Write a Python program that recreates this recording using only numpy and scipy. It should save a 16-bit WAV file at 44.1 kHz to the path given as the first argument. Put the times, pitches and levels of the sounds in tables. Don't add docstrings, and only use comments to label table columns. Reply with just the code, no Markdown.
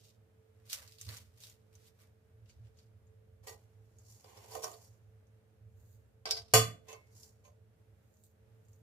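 import sys
import numpy as np
from scipy import signal
from scipy.fft import rfft, irfft, next_fast_len
from scipy.io import wavfile
from scipy.ndimage import map_coordinates

SR = 44100
rng = np.random.default_rng(int(sys.argv[2]) if len(sys.argv) > 2 else 0)


def magnitude_from_level(level_db):
    exponent = np.asarray(level_db, float) / 20
    return 10 ** exponent


def to_wav(sig):
    pcm = np.clip(np.atleast_2d(sig), -1, 1) * 32767
    pcm = np.round(pcm).astype(np.int16)
    wavfile.write(sys.argv[1], SR, pcm.T)


N = 388958

# (peak time [s], level [dB], rise [s], fall [s], weight on the tray [dB])
PRESSES = [(0.058, -65, 0.19, .13, -40), (0.654, -72, 0.0026, 0.32, -24), (0.700, -47, 0.009, 0.096, -28),
           (0.731, -46, 0.04, 0.1, -14), (0.82, -73.5, 0.31, 0.16, 8), (0.93, -69, 0.36, 0.1, -30),
           (0.986, -65.5, .004, 0.17, -32), (1.014, -63, .004, 0.19, -25), (1.095, -60, 0.034, 0.16, 4.5),
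           (1.17, -58, 0.35, 0.11, -16), (1.362, -80, .004, 0.51, -9), (1.434, -56.5, 0.061, 0.11, -26),
           (1.51, -69, 0.35, 0.098, -10), (1.727, -78.5, .004, 0.52, -5), (1.875, -70.5, 0.22, 0.062, -14),
           (2.014, -70.5, 0.067, 0.12, -3)]
# (peak time [s], level [dB], rise [s], fall [s], weight on the tray [dB])
LIFTS = [
    (2.5, -70, 0.063, 0.12, -22),
    (2.66, -80.5, .08, 0.13, -2),
    (2.79, -72.5, 0.066, 0.14, -16),
]
# (offset [dB], share of the weight [0-1])
LIFT_HISS = (-7, .1)
# (frequency [Hz], level [dB per Hz])
CRINKLE_COLOUR = [(290, -45), (500, -2), (688, -16), (784, -16.5), (1110, -9.5), (1820, -7.5), (4730, -3),
                  (10400, -7.5), (14700, -6.5), (16000, -19.5)]
# (time [s], peak level [dB], frequency [Hz], broad share [0-1])
FOLD_SNAPS = [(0.6992, -46, 4640, .12), (0.7299, -24.5, 6000, .9), (0.8767, -46, 4530, 0.17),
              (0.9218, -49, 4920, .25), (0.9847, -51, 4430, .15), (1.0129, -35.5, 6560, 0.32),
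              (1.073, -50, 4550, .05), (1.0892, -33, 4400, 0.066), (1.1437, -48, 4430, .2),
              (1.1698, -43, 6700, 0.37), (1.36, -72.5, 7000, .25), (1.3796, -67, 2830, .15),
              (1.4042, -50, 6600, .2), (1.437, -42, 3800, 0.27), (1.497, -47, 6890, 0.22),
              (1.753, -50.5, 6100, 0.13)]
# (time [s], peak level [dB], frequency [Hz], broad share [0-1])
RELEASE_SNAPS = [(2.4587, -67, 2820, 0.33), (2.496, -59, 2520, 0.18), (2.499, -61, 4520, .2),
                 (2.5, -63, 6600, .1), (2.6493, -70, 2830, .3), (2.6696, -68, 2870, .4),
                 (2.774, -66, 6580, .1), (2.789, -59, 4510, .15), (3.0698, -70, 6850, .1)]
# (time [s], level [dB], frequency [Hz])
PALM_THUDS = [
    (1.072, -66.5, 212),
]


def paper():
    tray_layer = (0, 1)
    pressing = strokes(PRESSES, tray_layer, (-1.6, 0.13))
    lifting = strokes(LIFTS, tray_layer, LIFT_HISS)
    crinkle, tray, hiss = pressing + lifting
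    low, mid, top = bands(CRINKLE_COLOUR, (500, 2300, 8000, 17000), grit_db=3.0, rate=450)
    out = tray * low + crinkle * mid + hiss * top
    for s, db, hz, broad in FOLD_SNAPS:
        add(out, s, magnitude_from_level(db - 6.5) * click(hz, 0.047, width=270, broad=broad, tail=0.46))
    for s, db, hz, broad in RELEASE_SNAPS:
        add(out, s, magnitude_from_level(db - 8) * click(hz, 0.11, width=170, broad=broad, tail=0.77, top_hz=7000))
    for s, db, hz in PALM_THUDS:
        add(out, s, magnitude_from_level(db) * click(hz, 0.81, width=100, broad=0, tail=1.1))
    return out


# (peak time [s], level [dB], rise [s], fall [s])
SMEARS = [
    (5.8, -81, 0.16, 0.6),
    (5.95, -76, 0.36, 0.1),
    (8.22, -77, 0.42, .1),
    (8.238, -70, 0.0039, 0.15),
    (8.746, -79.5, 0.39, 0.33),
]
# (frequency [Hz], level [dB per Hz])
SMEAR_COLOUR = [(2060, -42), (3500, -7), (4810, -8.5), (5160, -15.5), (6740, 0), (9140, -10.5), (14800, -2),
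                (16000, -5)]
# (time [s], peak level [dB], frequency [Hz])
DOUGH_TICKS = [(3.9856, -53, 6900), (5.2694, -68, 6370), (7.232, -46, 5500), (8.1396, -66, 7030),
               (8.1694, -65, 6490), (8.2373, -54.5, 8170), (8.6494, -68, 6900), (8.6844, -63.5, 6900),
               (8.7315, -60, 6700)]


def dough():
    out = strokes(SMEARS)[0] * bands(SMEAR_COLOUR, (3500, 17000), grit_db=2.5, rate=650)[0]
    for s, db, hz in DOUGH_TICKS:
        add(out, s, magnitude_from_level(db - 6.5) * click(hz, 0.095, width=550, broad=0.078, tail=0.4))
    return out


# (peak time [s], level [dB], rise [s], fall [s], weight on the bowl [dB])
SCRAPES = [(3.44, -72.5, 0.022, 0.42, 6), (3.474, -49, 0.01, 0.085, 1), (4.244, -69.5, 0.0035, 0.081, 13),
           (4.3, -78.5, 0.083, 0.61, 13.5), (4.45, -68.5, 0.51, 0.14, 6), (4.538, -52, 0.087, 0.057, -0.5),
           (4.552, -48, 0.0051, 0.064, 4), (4.641, -45.5, 0.038, 0.071, -1.5), (4.69, -61, 0.045, 0.26, 1),
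           (4.86, -69, 0.34, 0.19, -31)]
# (peak time [s], level [dB], rise [s], fall [s], weight on the bowl [dB])
SETTLES = [
    (6.884, -62, .004, 0.14, -9),
    (6.92, -62, 0.083, 0.11, 10),
    (7.445, -76, 0.014, 0.17, 5),
]
# (peak time [s], level [dB], rise [s], fall [s], weight on the bowl [dB])
WIPES = [
    (4.12, -63, 0.25, 0.25, -26.5),
    (7.125, -84, 0.017, 0.17, -21),
    (7.17, -66.5, 0.091, 0.31, -18),
    (7.235, -61.5, 0.15, 0.11, -22),
]
# (frequency [Hz], level [dB per Hz])
RASP_COLOUR = [(180, -60), (300, -9.5), (447, 1), (584, -7), (713, -6), (814, -2.5), (1040, -3),
               (1170, -17.5), (1810, -22), (3350, -22), (5430, -18), (6740, -16.5), (8360, -22.5),
               (14700, -24.5), (16000, -32)]
# (time [s], peak level [dB], bowl level [dB], scratch [Hz], bowl [Hz])
NUDGES = [(3.4836, -37, -22, 4400, 547), (4.2436, -50, -5, 5000, 710), (4.374, -46, -13.5, 5420, 736),
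          (4.5199, -40, -16.5, 4800, 700), (4.5515, -35, 1.5, 6900, 745), (4.5693, -48, 11.5, 6950, 513),
          (4.6308, -35, -37, 5630, 580), (4.6424, -27.5, -4.5, 5500, 880), (4.6694, -43.5, 4.5, 6400, 1050),
          (4.7157, -40.5, -8, 6920, 660), (4.7392, -43, -5, 4420, 716), (6.2561, -32, -5, 4780, 740),
          (6.3091, -21.5, -28, 5290, 714), (6.9039, -51, -12, 6410, 1000), (6.9294, -41.5, -5, 6400, 563),
          (6.945, -52.5, 3.5, 4550, 990), (7.443, -60, -11, 6450, 555), (7.478, -60.5, 4, 6400, 616)]
# (time [s], modes as (frequency [Hz], level [dB], t60 [s]))
FREE_RINGS = [
    (3.47, [(535, -62, 0.1), (1034, -64, 0.13), (1190, -58.5, 0.2), (1923, -55.5, 0.22), (2660, -58, 0.13), (4430, -61, 0.32)]),
    (6.884, [(1039, -55, 0.23), (2060, -61, .15), (2630, -59, 0.39), (3520, -64, .15), (6400, -53, .15)]),
    (6.925, [(600, -58, .15), (1033, -55, .2), (2175, -61, .5), (6450, -57, .1)]),
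    (7.447, [(591, -66, .22), (1038, -63, 0.16), (2400, -71.5, .15), (5700, -77, .15), (6480, -65, 0.16)]),
]


def scraping():
    bowl_layer = (0, 0.73)
    scraped = strokes(SCRAPES, bowl_layer, (-6, 0.87), (-1.1, .1))
    settled = strokes(SETTLES, bowl_layer, (0, 0.61), (-4.5, 0.63))
    wiped = strokes(WIPES, bowl_layer, (-8, 0.49), (-1.9, 0.09))
    rasp, bowl, wall, hiss = scraped + settled + wiped
    low, side, mid, top = bands(RASP_COLOUR, (300, 1500, 4000, 8000, 17000), grit_db=2.5, rate=210,
                                body=steel(45, .6))
    out = magnitude_from_level(-2.5) * (bowl * low + wall * side + rasp * mid + hiss * top)
    for s, db, bowl_db, hz, bowl_hz in NUDGES:
        add(out, s, magnitude_from_level(db - 13.0) * click(hz, 0.053, width=320, broad=0.12, tail=0.87))
        near = [(f, -14 * abs(np.log2(f / bowl_hz)), .07) for f, _, _ in POT_LOW[2:13]]
        add(out, s, magnitude_from_level(db + bowl_db - 6) * ring(near, 0.11, split=0.015))
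    for s, modes in FREE_RINGS:
        add(out, s, ring(modes, 0.44, attack=0.0036, split=0.007))
    return out


# (peak time [s], level [dB], rise [s], fall [s], weight on the bowl [dB])
RIM_SLIDES = [
    (6.2555, -48, 0.00091, 0.16, 0),
    (6.3095, -40, 0.001, 0.067, -16),
    (6.37, -51, .06, 0.12, -11.5),
    (6.528, -68.5, 0.13, 0.033, -8.5),
]
# (frequency [Hz], level [dB per Hz])
JINGLE_COLOUR = [(180, -62.5), (300, -30.5), (440, -9.5), (494, -19), (701, -9.5), (885, -22.5),
                 (1080, -16), (1780, -24.5), (5340, -4.5), (6410, -16.5), (14700, -29.5), (16000, -46.5)]
# (time [s], peak level [dB])
RIM_TAPS = [(6.2567, -31), (6.3092, -20.5), (6.3188, -29), (6.3252, -27.5), (6.334, -31), (6.3398, -33),
            (6.3508, -36), (6.369, -35.5), (6.376, -36), (6.3893, -36.5)]
# (frequency [Hz], level [dB], t60 [s])
SPOON_MODES = [(3310, -12, .08), (4130, -10, .12), (4732, 0, 0.17), (4940, 0, 0.25), (5240, -0.5, .12),
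               (5370, 0, .12), (5380, -6, .16), (6400, -9, 0.076), (6540, -12.5, .05), (8770, -21, .06),
               (11300, -23.5, .1)]
# (time [s], level [dB], frequency [Hz])
EDGE_CRACKS = [
    (4.6427, -35.5, 5970),
    (6.2578, -38.5, 4900),
    (6.3096, -23.5, 5300),
    (6.3117, -29, 5006),
]
# (time [s], level [dB])
RIM_KNOCKS = [
    (6.2552, -46),
    (6.3092, -50),
    (6.37, -55),
]
# (frequency [Hz], level [dB], t60 [s])
RIM_MODES = [(444, -8, .2), (689, -3.5, .2), (790, -8, .12), (1054, -10.5, 0.15), (1560, -1, .12),
             (2040, -3, 0.07), (2288, -3, 0.086), (2590, -7, .08), (3365, -17, .1)]


def spoon():
    jingle, bowl, wall, hiss = strokes(RIM_SLIDES, (0, 1), (-1.9, 0.6), (-11.5, -0.19))
    low, side, mid, top = bands(JINGLE_COLOUR, (300, 1300, 3500, 7000, 17000), grit_db=3.5, rate=230)
    out = magnitude_from_level(-1.5) * (bowl * low + wall * side + jingle * mid + hiss * top)
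    for s, db in RIM_TAPS:
        add(out, s, magnitude_from_level(db - 17.5) * ring(SPOON_MODES, .2, damping=0.79, attack=.0003, split=0.011))
        add(out, s, magnitude_from_level(db - 10.0) * click(4500, .05, width=590, broad=0.036, tail=0.23))
    for s, db, hz in EDGE_CRACKS:
        add(out, s, magnitude_from_level(db) * click(hz, .03, width=1100, broad=.12, tail=.1))
    for s, db in RIM_KNOCKS:
        add(out, s, magnitude_from_level(db) * ring(RIM_MODES, .2, attack=.0004, split=0.02))
    return out


# (time [s], level [dB])
DROPS = [
    (6.537, -19.5),
    (6.553, -30),
    (6.572, -32.5),
]
# (frequency [Hz], level [dB], t60 [s])
POT_LOW = [(113.5, -7, .55), (255, -16, .27), (446, -6, .25), (530, -3, .13), (616, -20, .25),
           (683, -3.5, .21), (724, -11, .2), (1062, -10, .22), (1122, -17, .11), (1195, -8.5, .3),
           (1222, -7, .3), (1524, -10, .17), (1857, -21, .23), (2024, -20, .13), (2175, -17, .27),
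           (2385, -22, .22), (2600, -15, .3), (2884, -10, .33), (3090, -19, .15), (3455, -10.5, .38)]
POT_HIGH = [(4150, -13, .33), (4570, -12, .27), (4750, -13, .22), (5443, -5, .22), (5631, -11, .15),
            (6300, -14, .15), (6901, -2.5, .22), (6972, -2.5, .24), (6700, -12, .12), (7300, -12, .15),
            (7752, -11, .22), (8400, -13, .15), (9450, -8, .18), (10175, -6, .13), (11060, -5, .14)]
POT_TOP = [(11350, 5.5, 0.15), (12000, -2, .22), (12400, -0.5, .2), (13840, -2, .22), (14730, -1, .2)]
# (frequency [Hz], level [dB per Hz])
WASH_COLOUR = [(88, -38), (150, -3.5), (341, -14.5), (689, -6.5), (1210, -10.5), (1360, -14.5), (3490, -18),
               (3770, -17), (4670, -13), (5150, -18.5), (7040, -14), (15100, -25.5), (16000, -45.5)]
# (frequency [Hz], t60 [s])
WASH_FADE = [(250, 0.66), (530, 0.15), (1390, 0.32), (3680, .27), (9700, 0.24)]
# (frequency [Hz], width [Hz], depth [0-1])
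MODE_GAPS = [(3860, 210, .9), (5200, 270, .85), (5800, 150, .7), (8700, 390, .8), (10500, 350, .85),
             (13200, 500, .9), (14350, 400, .85), (15700, 500, .7)]


def clang():
    out = np.zeros((2, N))
    length = .36
    wall = steel(30, .13)
    for s, db in DROPS:
        wash = filtered(dying(WASH_FADE, .6), lambda f: magnitude_from_level(along(WASH_COLOUR, f)) * wall(f))
        add(out, s, magnitude_from_level(db - 13.0) * unit(wash))
        modes = ring(POT_LOW, length, attack=0.0006, split=0.0039)
        modes += magnitude_from_level(-1.5) * ring(POT_HIGH, length, attack=.0003, split=0.006)
        modes += magnitude_from_level(-12.0) * ring(POT_TOP, length, attack=.0003, split=.008)
        add(out, s, magnitude_from_level(db - 3.0) * modes)
        add(out, s, magnitude_from_level(db - 1.0) * click(11000, .05, width=2600, broad=.1, tail=0.16))

    def gaps(f):
        notches = [1 - depth * 1j * f * w / (hz * hz - f * f + 1j * f * w) for hz, w, depth in MODE_GAPS]
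        return np.prod(notches, axis=0)

    return signal.sosfilt(signal.butter(2, 75, 'high', fs=SR, output='sos'), filtered(out, gaps))


def steel(sharpness, between):
    f = np.geomspace(50, SR / 2, 3000)
    modes = POT_LOW[2:] + POT_HIGH + POT_TOP
    bumps = sum(1 / (1 + (sharpness * (f / hz - 1)) ** 2) ** 2 for hz, _, _ in modes)
    dense = 0.077 / (1 + (8000 / f) ** 16)
    gain = np.sqrt(between ** 2 + np.minimum(bumps, 1) + dense)
    return lambda hz: np.interp(hz, f, gain)


# (time [s], level [dB], frequency [Hz], t60 [s])
BUMPS = [
    (1.059, -48, 104.5, 0.39),
    (2.563, -48.5, 85, 0.28),
    (2.632, -46, 89, .15),
]


def counter():
    out = np.zeros((2, N))
    for s, db, hz, t60 in BUMPS:
        add(out, s, ring([(hz, db, t60)], .3, attack=0.012, split=0.082))
    return out


# (peak time [s], level [dB], rise [s], fall [s])
COUNTER_LEANS = [
    (1.1, -51.5, 0.12, 0.11),
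    (2.66, -59.5, 0.13, 0.3),
    (6.6, -46, 0.09, 0.22),
]
# (frequency [Hz], level [dB per Hz])
BOOM_COLOUR = [(20, -40), (45, -32), (65, -16), (88, -8), (98, -8), (108, 0), (120, -15), (140, -40),
               (170, -120)]
# (frequency [Hz], level [dB rms])
FRIDGE_LINES = [(215.5, -79), (323.5, -89), (441.5, -74), (537.5, -83.5), (624, -86)]
# (frequency [Hz], level [dB per Hz])
AIR_COLOUR = [(76, -34), (130, -4), (138, -7), (176, -8), (243, -15.5), (328, -16), (394, -18.5), (444, -5),
              (472, -16.5), (846, -22.5), (1010, -25.5), (1490, -24), (4320, -35.5), (14800, -38.5),
              (16000, -48)]


def background():
    t = np.arange(N) / SR
    boom_gain = magnitude_from_level(-63.5 + 2.5 * wobble(4)) + strokes(COUNTER_LEANS)[0]
    boom = boom_gain * bands(BOOM_COLOUR, (15, 200), grit_db=-0.2, rate=15)[0]
    hum = np.zeros((2, N))
    for hz, db in FRIDGE_LINES:
        drift = 1.5 * np.array([wobble(1.6), wobble(1.8)])
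        hum += magnitude_from_level(db - 0.5 + 1.7 * wobble(6)) * np.sin(2 * np.pi * hz * t + drift)
    air = magnitude_from_level(-74 + 0.65 * wobble(4.6)) * bands(AIR_COLOUR, (110, 19000), grit_db=0.5, rate=11)[0]
    return boom + hum + air


# (frequency [Hz], t60 [s])
KITCHEN_FADE = [(200, .35), (2000, 0.1), (12000, 0.065)]


def kitchen(x):
    tail = dying(KITCHEN_FADE, .4)
    delayed = np.pad(x, ((0, 0), (200, 0)))
    return signal.fftconvolve(delayed, tail / np.linalg.norm(tail[0]), axes=1)[:, :N]


# (frequency [Hz], correlation [-1 to 1])
PORT_LIKENESS = [(30, .3), (60, 0.95), (130, 0.94), (290, 0.68), (640, 0.42), (1410, -0.067),
                 (3100, -0.034), (6820, -0.062), (15000, 0.19)]
# (frequency [Hz], level [dB])
PORT_BALANCE = [(60, -1.5), (120, -2.5), (240, 3), (480, -9.5), (950, -5), (1890, -0.5), (3770, -0.5),
                (7520, -1.5), (15000, -3.5)]


def ports(paths):
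    def mix(hz):
        turn = np.arccos(np.clip(along(PORT_LIKENESS, hz), -1, 1)) / 2
        balance = along(PORT_BALANCE, hz) / 2
        return np.array([[np.cos(turn), side * np.sin(turn)] * magnitude_from_level(side * balance) for side in (1, -1)])

    return filtered(paths, mix).sum(1)


def strokes(rows, *layers):
    out = np.zeros((len(layers) + 1, N))
    offset_db, share = np.transpose([(0, 0), *layers])[..., None]
    for s, db, rise, fall, *weight_db in rows:
        rise, fall = max(rise, .001), max(fall, .001)
        start = max(s - 2 * rise, 0)
        t = np.arange(round(start * SR), round((s + 2 * fall) * SR)) / SR - s
        swing = magnitude_from_level(-30 * np.maximum(-t / rise, t / fall))
        add(out, start, magnitude_from_level(db + offset_db + share * sum(weight_db)) * swing)
    return out


def bands(spectrum, edges, grit_db, rate, body=lambda f: 1):
    clumps_db = grit_db * wobble(rate) + 0.48 * grit_db * wobble(rate / 7)
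    grains = magnitude_from_level(clumps_db) * rng.standard_normal((2, N))
    lo, hi = np.array([edges[:-1], edges[1:]])[..., None, None]

    def cut(f):
        return body(f) * magnitude_from_level(along(spectrum, f)) / (1 + (lo / (f + 1)) ** 10) / (1 + (f / hi) ** 10)

    return [unit(band) for band in filtered(grains, cut)]


def ring(modes, length, damping=1, attack=0.0026, split=0.0035):
    hz, db, t60 = np.transpose(modes)[:, None, :, None]
    t = np.arange(int(length * SR)) / SR
    hz = hz * (1 + split * rng.standard_normal((3, len(modes), 1)) * [[[0]], [[1]], [[1]]])
    spread = [[[[.2]], [[1]], [[1]]], [[[1]], [[1]], [[1]]]]
    phase = rng.random((2, 3, len(modes), 1)) * spread
    weaker_db = np.array([[[-1.5]], [[9]], [[9]]])
    level = magnitude_from_level(db - weaker_db - 60 * t / (t60 * damping))
    tones = level * np.sin(2 * np.pi * (hz * t + phase))
    return tones.sum((1, 2)) * (1 - np.exp(-t / attack)) * (1 - t / t[-1])


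def click(hz, t60, width, broad, tail, top_hz=13000):
    t = np.arange(SR // 5) / SR

    def colour(f):
        no_bass = f * f / (f * f + hz * hz / 4)
        return no_bass * (broad / (1 + (f / top_hz) ** 4) + 1 / (1 + ((f - hz) / width) ** 2))

    puff = unit(filtered(rng.standard_normal((2, len(t))), colour))
    return puff * (magnitude_from_level(-60 * t / .014) + tail * magnitude_from_level(-60 * t / t60)) * (1 - t / t[-1])


def dying(fade, length):
    hz, t, z = signal.stft(rng.standard_normal((2, int(length * SR))), SR, nperseg=256)
    t60 = np.maximum(along(fade, hz), .02)[:, None]
    return signal.istft(z * magnitude_from_level(-60 * t / t60), SR, nperseg=256)[1]


def wobble(rate):
    coarse = np.arange(0, N + 16, 16)
    knots = rng.standard_normal(int(N * rate / SR) + 4)
    return np.interp(np.arange(N), coarse, map_coordinates(knots, [coarse * rate / SR]))


def filtered(x, response):
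    m = next_fast_len(x.shape[-1] + 8192)
    return irfft(rfft(x, m) * response(np.fft.rfftfreq(m, 1 / SR)), m)[..., :x.shape[-1]]


def along(points, hz):
    f, v = np.transpose(points)
    return np.interp(np.log(hz + 1), np.log(f + 1), v)


def unit(x):
    return x / np.sqrt(np.mean(x ** 2) + 1e-20)


def add(track, s, sound):
    part = track[:, round(s * SR):][:, :sound.shape[1]]
    part += sound[:, :part.shape[1]]


def scene():
    hands = paper() + dough() + scraping() + spoon()
    drop = clang()
    room = kitchen(magnitude_from_level(-6.5) * hands + magnitude_from_level(-13.5) * drop)
    return ports(hands + drop + room + counter() + background())


def low_pass(x):
    return signal.sosfilt(signal.butter(12, 16520, fs=SR, output="sos"), x)


def record(dry):
    mix = filtered(dry, lambda hz: 1 / (1 + (hz / 15450) ** 60))
    return low_pass(mix)


dry = scene()
out = record(dry)
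to_wav(out)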